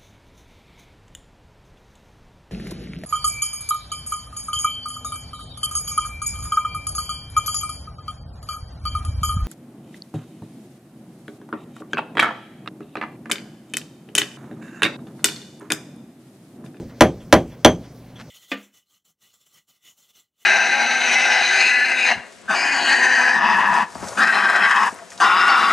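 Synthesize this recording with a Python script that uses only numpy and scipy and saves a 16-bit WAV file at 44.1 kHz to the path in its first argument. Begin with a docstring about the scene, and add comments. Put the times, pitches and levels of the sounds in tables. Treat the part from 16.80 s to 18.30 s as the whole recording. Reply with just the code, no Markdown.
"""Brads hammered into a chair arm

Three quick blows, close to the microphone, drive brads into the padded wooden arm of a chair.
The frame knocks (decaying modes and noise), the steel head rings (wavering modes), the input overloads.
Each blow returns faintly half a second later, as do two struck just before the start.
Near the end a fingertip brushes the fabric (dense grains), over room hum and hiss (sines, banded noise)."""
import sys
import numpy as np
from scipy import signal
from scipy.fft import rfft, irfft, next_fast_len
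from scipy.io import wavfile

SR = 44100
rng = np.random.default_rng(int(sys.argv[2]) if len(sys.argv) > 2 else 0)


def bounce(signal):
    """Save signal as a 16-bit WAV file at the path given by the first command-line argument."""
    frames = np.transpose(np.atleast_2d(signal))
    limited = np.clip(frames, -1, 1)
    pcm = np.round(limited * 32767).astype(np.int16)
    wavfile.write(sys.argv[1], SR, pcm)


N = 66150   # samples, 1.5 s
LEAD_S = 0.5   # time computed before the start, so that earlier blows can still ring and return

# The hammer blows; the first two fall before the start.
# Each row: start in seconds, strength in dB, then the trim in dB of the head's low ring,
# of its high ring, and of the crack.
HAMMER_BLOWS = [(-.415, -2.5, -9, 3, 6), (-.107, -2, -3, 9, 0), (0.2078, -1.5, -4.5, 3, 0),
                (0.5257, -1.5, -6, 1, -1), (0.8473, -1.5, 4, 1, 0)]


def blows():
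    """Wood and steel of every blow; the body's noise is mostly shared, so it answers nearly alike."""
    own_share = 0.24   # part of the noise power that is new in each blow
    lead = int(LEAD_S * SR)
    t = np.arange(SR // 2) / SR
    out = np.zeros((2, lead + N + SR))
    shared = rng.standard_normal((2, SR))
    for start, strength_db, low_db, high_db, crack_db in HAMMER_BLOWS:
        own = rng.standard_normal((2, SR))
        white = np.sqrt(1 - own_share) * shared + np.sqrt(own_share) * own
        wood = crack(white, t, crack_db) + push(t) + frame(t) + knock(white, t)
        steel = head(t, low_db, high_db)
        i = lead + int(start * SR)
        out[:, i:i + len(t)] += from_db(strength_db) * np.array([wood, steel])
    return out[:, :lead + N]


# The dense body of the knock, noise dying band by band.
# Each row: frequency in Hz, relative level in dB per Hz, time to fall 60 dB in seconds.
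KNOCK_BODY = [(40, -21, 0.69), (100, -13.5, 0.4), (250, -4, 0.31), (600, -7.5, .22), (1100, -8, 0.11),
              (2000, -14, 0.13), (4000, -35.5, 0.19), (7740, -49.5, 0.3), (15000, -54.5, .07)]
KNOCK_DB, KNOCK_RISE_CYCLES = 17, 3.1


def knock(white, t):
    """Many close modes heard as noise; each band rises over a few cycles, so the lows come later."""
    out = 0
    for k, (low, high) in enumerate(half_octaves()):
        hz = np.sqrt(low * high)
        rise = 1 - np.exp(-t * hz / KNOCK_RISE_CYCLES)
        decay = from_db(at_hz(KNOCK_BODY, hz) - 60 * t / at_hz(KNOCK_BODY, hz, column=2))
        noise = band(white[k % 2], low, high)[-len(t):]
        out = out + rise * decay * noise
    return out * from_db(KNOCK_DB)


# The separate modes of the wooden chair frame.
# Each row: frequency in Hz, level in dB before the blow's strength, time to fall 60 dB in seconds.
FRAME_MODES = [(75.6, -9.5, 0.18), (111.2, -9, 0.19), (154, -12.5, .22), (240.5, -6.5, 0.17),
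               (309.4, 4, 0.076), (339, -15.5, 0.29), (465.2, 1.5, 0.081), (549, 1.5, 0.084),
               (619, 0.5, 0.12), (724.6, -6.5, 0.08), (808.3, -3, 0.076), (1000, -6, 0.095),
               (1162, -17, 0.15), (1383, -13.5, 0.1), (1630, -6, 0.096), (2305, -12.5, 0.071)]
MODE_SPREAD_DB, FRAME_RISE_CYCLES = 0.5, 1.05   # mode levels vary from blow to blow


def frame(t):
    """Wooden modes of alternating sign; each swells over a cycle or so."""
    hz, db, t60 = np.transpose(FRAME_MODES)[:, :, None]
    db = db + MODE_SPREAD_DB * rng.standard_normal(hz.shape)
    sign = (-1.) ** np.arange(len(hz))[:, None]
    rise = 1 - np.exp(-t * hz / FRAME_RISE_CYCLES)
    modes = from_db(db - 60 * t / t60) * np.sin(2 * np.pi * hz * t)
    return np.sum(sign * rise * modes, axis=0)


# The modes of the steel hammer head.
# Each row: frequency in Hz, level in dB before the trims and strength of the blow,
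# time to fall 60 dB in seconds.
HEAD_MODES = [(3237, -15, .15), (3388, -13, 0.051), (4540, -40.5, .12), (6160, -26.5, 0.2),
              (5870, -14, 0.047), (10570, -28.5, 0.11), (13120, -35, 0.12)]
HEAD_SPLIT_HZ = 8000   # low ring below, high ring above
CLANK_DB, CLANK_S = 7.5, 0.012   # the head rings louder while it presses on the brad
# the ring starts firm, then wavers in the moving hand
WAVER_DEPTH, WAVER_HZ, HEAD_STEADY_S = 0.98, 110, 0.012


def head(t, low_db, high_db):
    """Steel modes, each wavering in strength and phase."""
    hz, db, t60 = np.transpose(HEAD_MODES)[:, :, None]
    trim_db = np.where(hz < HEAD_SPLIT_HZ, low_db, high_db)
    level_db = db + trim_db + CLANK_DB * np.exp(-t / CLANK_S)
    noise = rng.standard_normal((2, len(hz), 2 * len(t)))
    slow = signal.lfilter(*signal.butter(2, WAVER_HZ, fs=SR), noise)[..., len(t):]
    onset = 1 - np.exp(-t / HEAD_STEADY_S)
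    along, across = WAVER_DEPTH * onset * rms_one(slow)
    angle = 2 * np.pi * hz * t
    ring = (1 + along) * np.sin(angle) + across * np.cos(angle)
    return np.sum(from_db(level_db - 60 * t / t60) * ring, axis=0)


CRACK_DB, CRACK_T60_S, CRACK_RISE_S = 6, 0.019, 0.0009
CRACK_LOW_HZ, CRACK_HIGH_HZ = 1300, 5560
TICK_DB, TICK_T60_S, TICK_LOW_HZ = -14.5, 0.008, 5000   # steel meets steel
# The head skips on the brad, repeating the crack.
# Each row: delay in seconds, level in dB relative to the first crack.
BRAD_SKIPS = [(.004, -11), (0.012, -4.5), (.018, -17), (0.026, -22.5)]


def crack(white, t, crack_db):
    """A short noise burst and a bright tick at contact, repeated as the head skips on the brad."""
    rise = 1 - np.exp(-t / CRACK_RISE_S)
    burst = white[0, :len(t)] * rise * from_db(CRACK_DB + crack_db - 60 * t / CRACK_T60_S)
    tick = white[1, :len(t)] * from_db(TICK_DB + crack_db - 60 * t / TICK_T60_S)
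    first = band(burst, CRACK_LOW_HZ, CRACK_HIGH_HZ) + band(tick, TICK_LOW_HZ, SR / 2)
    return first + sum(from_db(db) * delayed(first, after) for after, db in BRAD_SKIPS)


def push(t):
    """The padding is shoved in: one slow negative pulse."""
    peak_db, peak_s = -14, 0.0081
    return -from_db(peak_db) * t / peak_s * np.exp(1 - t / peak_s)


LATE_S, LATE_SMEAR_S = 0.509, 0.025
LATE_DB, LATE_WOOD_DB = -37, -4.5   # whole return; its wood against its steel
LATE_LOW_HZ, LATE_HIGH_HZ = 1300, 4060


def workshop(wood, steel):
    """Each blow direct, plus one thin, dull return, smeared by a short noise tail, much later."""
    t = np.arange(SR // 10) / SR
    smear = rng.standard_normal(len(t)) * np.exp(-(t / LATE_SMEAR_S) ** 2)
    smear = smear / np.sqrt(np.sum(smear ** 2))
    thin = band(delayed(steel + from_db(LATE_WOOD_DB) * wood, LATE_S), LATE_LOW_HZ, SR / 2)
    dull = signal.lfilter(*signal.butter(2, LATE_HIGH_HZ, fs=SR), thin)
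    late = signal.fftconvolve(dull, smear)[:len(wood)]
    return (wood + steel + from_db(LATE_DB) * late)[-N:]   # the lead is dropped


# The fingertip on the fabric.
# Each row: start, peak and end in seconds, level at the peak in dB rms.
FABRIC_BRUSH = [(1.38, 1.41, 1.432, -39)]
GRAINS_PER_S, GRAIN_SPREAD_DB = 2700, 3.0
BRUSH_LOW_HZ, BRUSH_HIGH_HZ = 990, 2250


def brush():
    """Threads slip one by one under the fingertip: dense uneven grains swell and fade."""
    t = np.arange(N) / SR
    size = from_db(GRAIN_SPREAD_DB * rng.exponential(1, N))
    grains = (rng.random(N) < GRAINS_PER_S / SR) * size * rng.choice([-1, 1], N)
    colour = signal.butter(1, [BRUSH_LOW_HZ, BRUSH_HIGH_HZ], "band", fs=SR)
    soften = signal.butter(2, 3 * BRUSH_HIGH_HZ, fs=SR)
    rustle = rms_one(signal.lfilter(*soften, signal.lfilter(*colour, grains)))
    stroke = 0
    for start, peak, end, db in FABRIC_BRUSH:
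        stroke = stroke + from_db(db) * np.interp(t, [start, peak, end], [0, 1, 0])
    return stroke * rustle


# The colour of the room noise. Each row: frequency in Hz, relative level in dB per Hz.
ROOM_COLOUR = [(25, -12.5), (60, -5), (110, -9.5), (190, 1.5), (250, -1), (330, -10.5), (470, -8),
               (640, -13.5), (800, -22.5), (1500, -25), (3000, -31), (6000, -30), (9000, -41),
               (16000, -36.5)]
# How alike left and right hear the room. Each row: frequency in Hz, correlation from 0 to 1.
ROOM_LIKENESS = [(60, 1.0), (240, 1.0), (950, 1.0), (3770, 1), (15000, 0.15)]
# The hum. Each row: frequency in Hz, level in dB rms.
ROOM_HUM = [(120, -47.5), (247, -65.5)]
ROOM_DB = -42.5   # rms of the noise without hum
ROOM_PATCHY_DB, ROOM_FLICKER_HZ = 2.5, 8


def room_tone():
    """Stereo noise in flickering bands, with steady hum."""
    noise, white = 0, rng.standard_normal((2, 2, N + SR // 4))
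    for k, (low, high) in enumerate(half_octaves()):
        mid, side = band(white[k % 2], low, high)[:, -N:]
        hz = np.sqrt(low * high)
        alike = np.clip(at_hz(ROOM_LIKENESS, hz), 0, 1)
        gain = from_db(at_hz(ROOM_COLOUR, hz) + ROOM_PATCHY_DB * drift(ROOM_FLICKER_HZ))
        stereo = np.sqrt(1 + alike) * mid + np.sqrt(1 - alike) * side * [[1], [-1]]
        noise = noise + gain * stereo
    t = np.arange(N) / SR
    hum = sum(np.sqrt(2) * from_db(db) * np.sin(2 * np.pi * hz * t) for hz, db in ROOM_HUM)
    return from_db(ROOM_DB) * rms_one(noise) + hum


def from_db(db):
    """Gain of a level."""
    return 10 ** (np.asarray(db) / 20)


def rms_one(x):
    """Scaled to rms 1."""
    return x / np.sqrt(np.mean(x ** 2) + 1e-20)


def at_hz(points, hz, column=1):
    """A table read on a log frequency axis."""
    points = np.array(points)
    return np.interp(np.log(hz), np.log(points[:, 0]), points[:, column])


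def band(x, low_hz, high_hz):
    """Second-order band-pass."""
    edges = [low_hz, min(high_hz, .45 * SR)]
    return signal.sosfilt(signal.butter(2, edges, "band", fs=SR, output="sos"), x)


def half_octaves():
    """Band edges from bass to treble."""
    edges = 25 * 2 ** np.arange(0, 9.6, .5)
    return list(zip(edges, edges[1:]))


def drift(rate_hz):
    """Slow random wander of rms 1: noise through two equal poles, drawn every 40 samples."""
    step = 40
    r = np.exp(-2 * np.pi * rate_hz * step / SR)
    noise = rng.standard_normal(N // step + 2002)
    slow = signal.lfilter([1], [1, -2 * r, r * r], noise)[2000:]   # settled part
    return np.interp(np.arange(N) / step, np.arange(len(slow)), rms_one(slow))


def delayed(x, s):
    """Later by s seconds."""
    return np.concatenate([np.zeros(int(s * SR)), x])[:len(x)]


def scene():
    """Chair and room, both in front of the microphone."""
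    return workshop(*blows()) + brush() + room_tone()


LEFT_LAG_SAMPLES, MIC_LOW_HZ, CUTOFF_HZ = 0.9, 37, 17000
KNEE = 28   # the higher, the harder the overload at full scale


def record(dry):
    """The left capsule hears a hair later; deep bass is thinned, peaks overload flat, the top is cut."""
    size = next_fast_len(N + 64)
    lag = np.array([[LEFT_LAG_SAMPLES], [0]])
    turn = np.exp(-2j * np.pi * np.arange(size // 2 + 1) / size * lag)   # delay as a phase turn
    x = irfft(rfft(dry, size) * turn, size)[:, :N]
    x = signal.lfilter(*signal.butter(1, MIC_LOW_HZ, "high", fs=SR), x)
    x = x / (1 + np.abs(x) ** KNEE) ** (1 / KNEE)
    top_cut = signal.cheby2(12, 70, CUTOFF_HZ, fs=SR, output="sos")
    return np.clip(signal.sosfilt(top_cut, x), -1, 1)


dry = scene()
out = record(dry)
bounce(out)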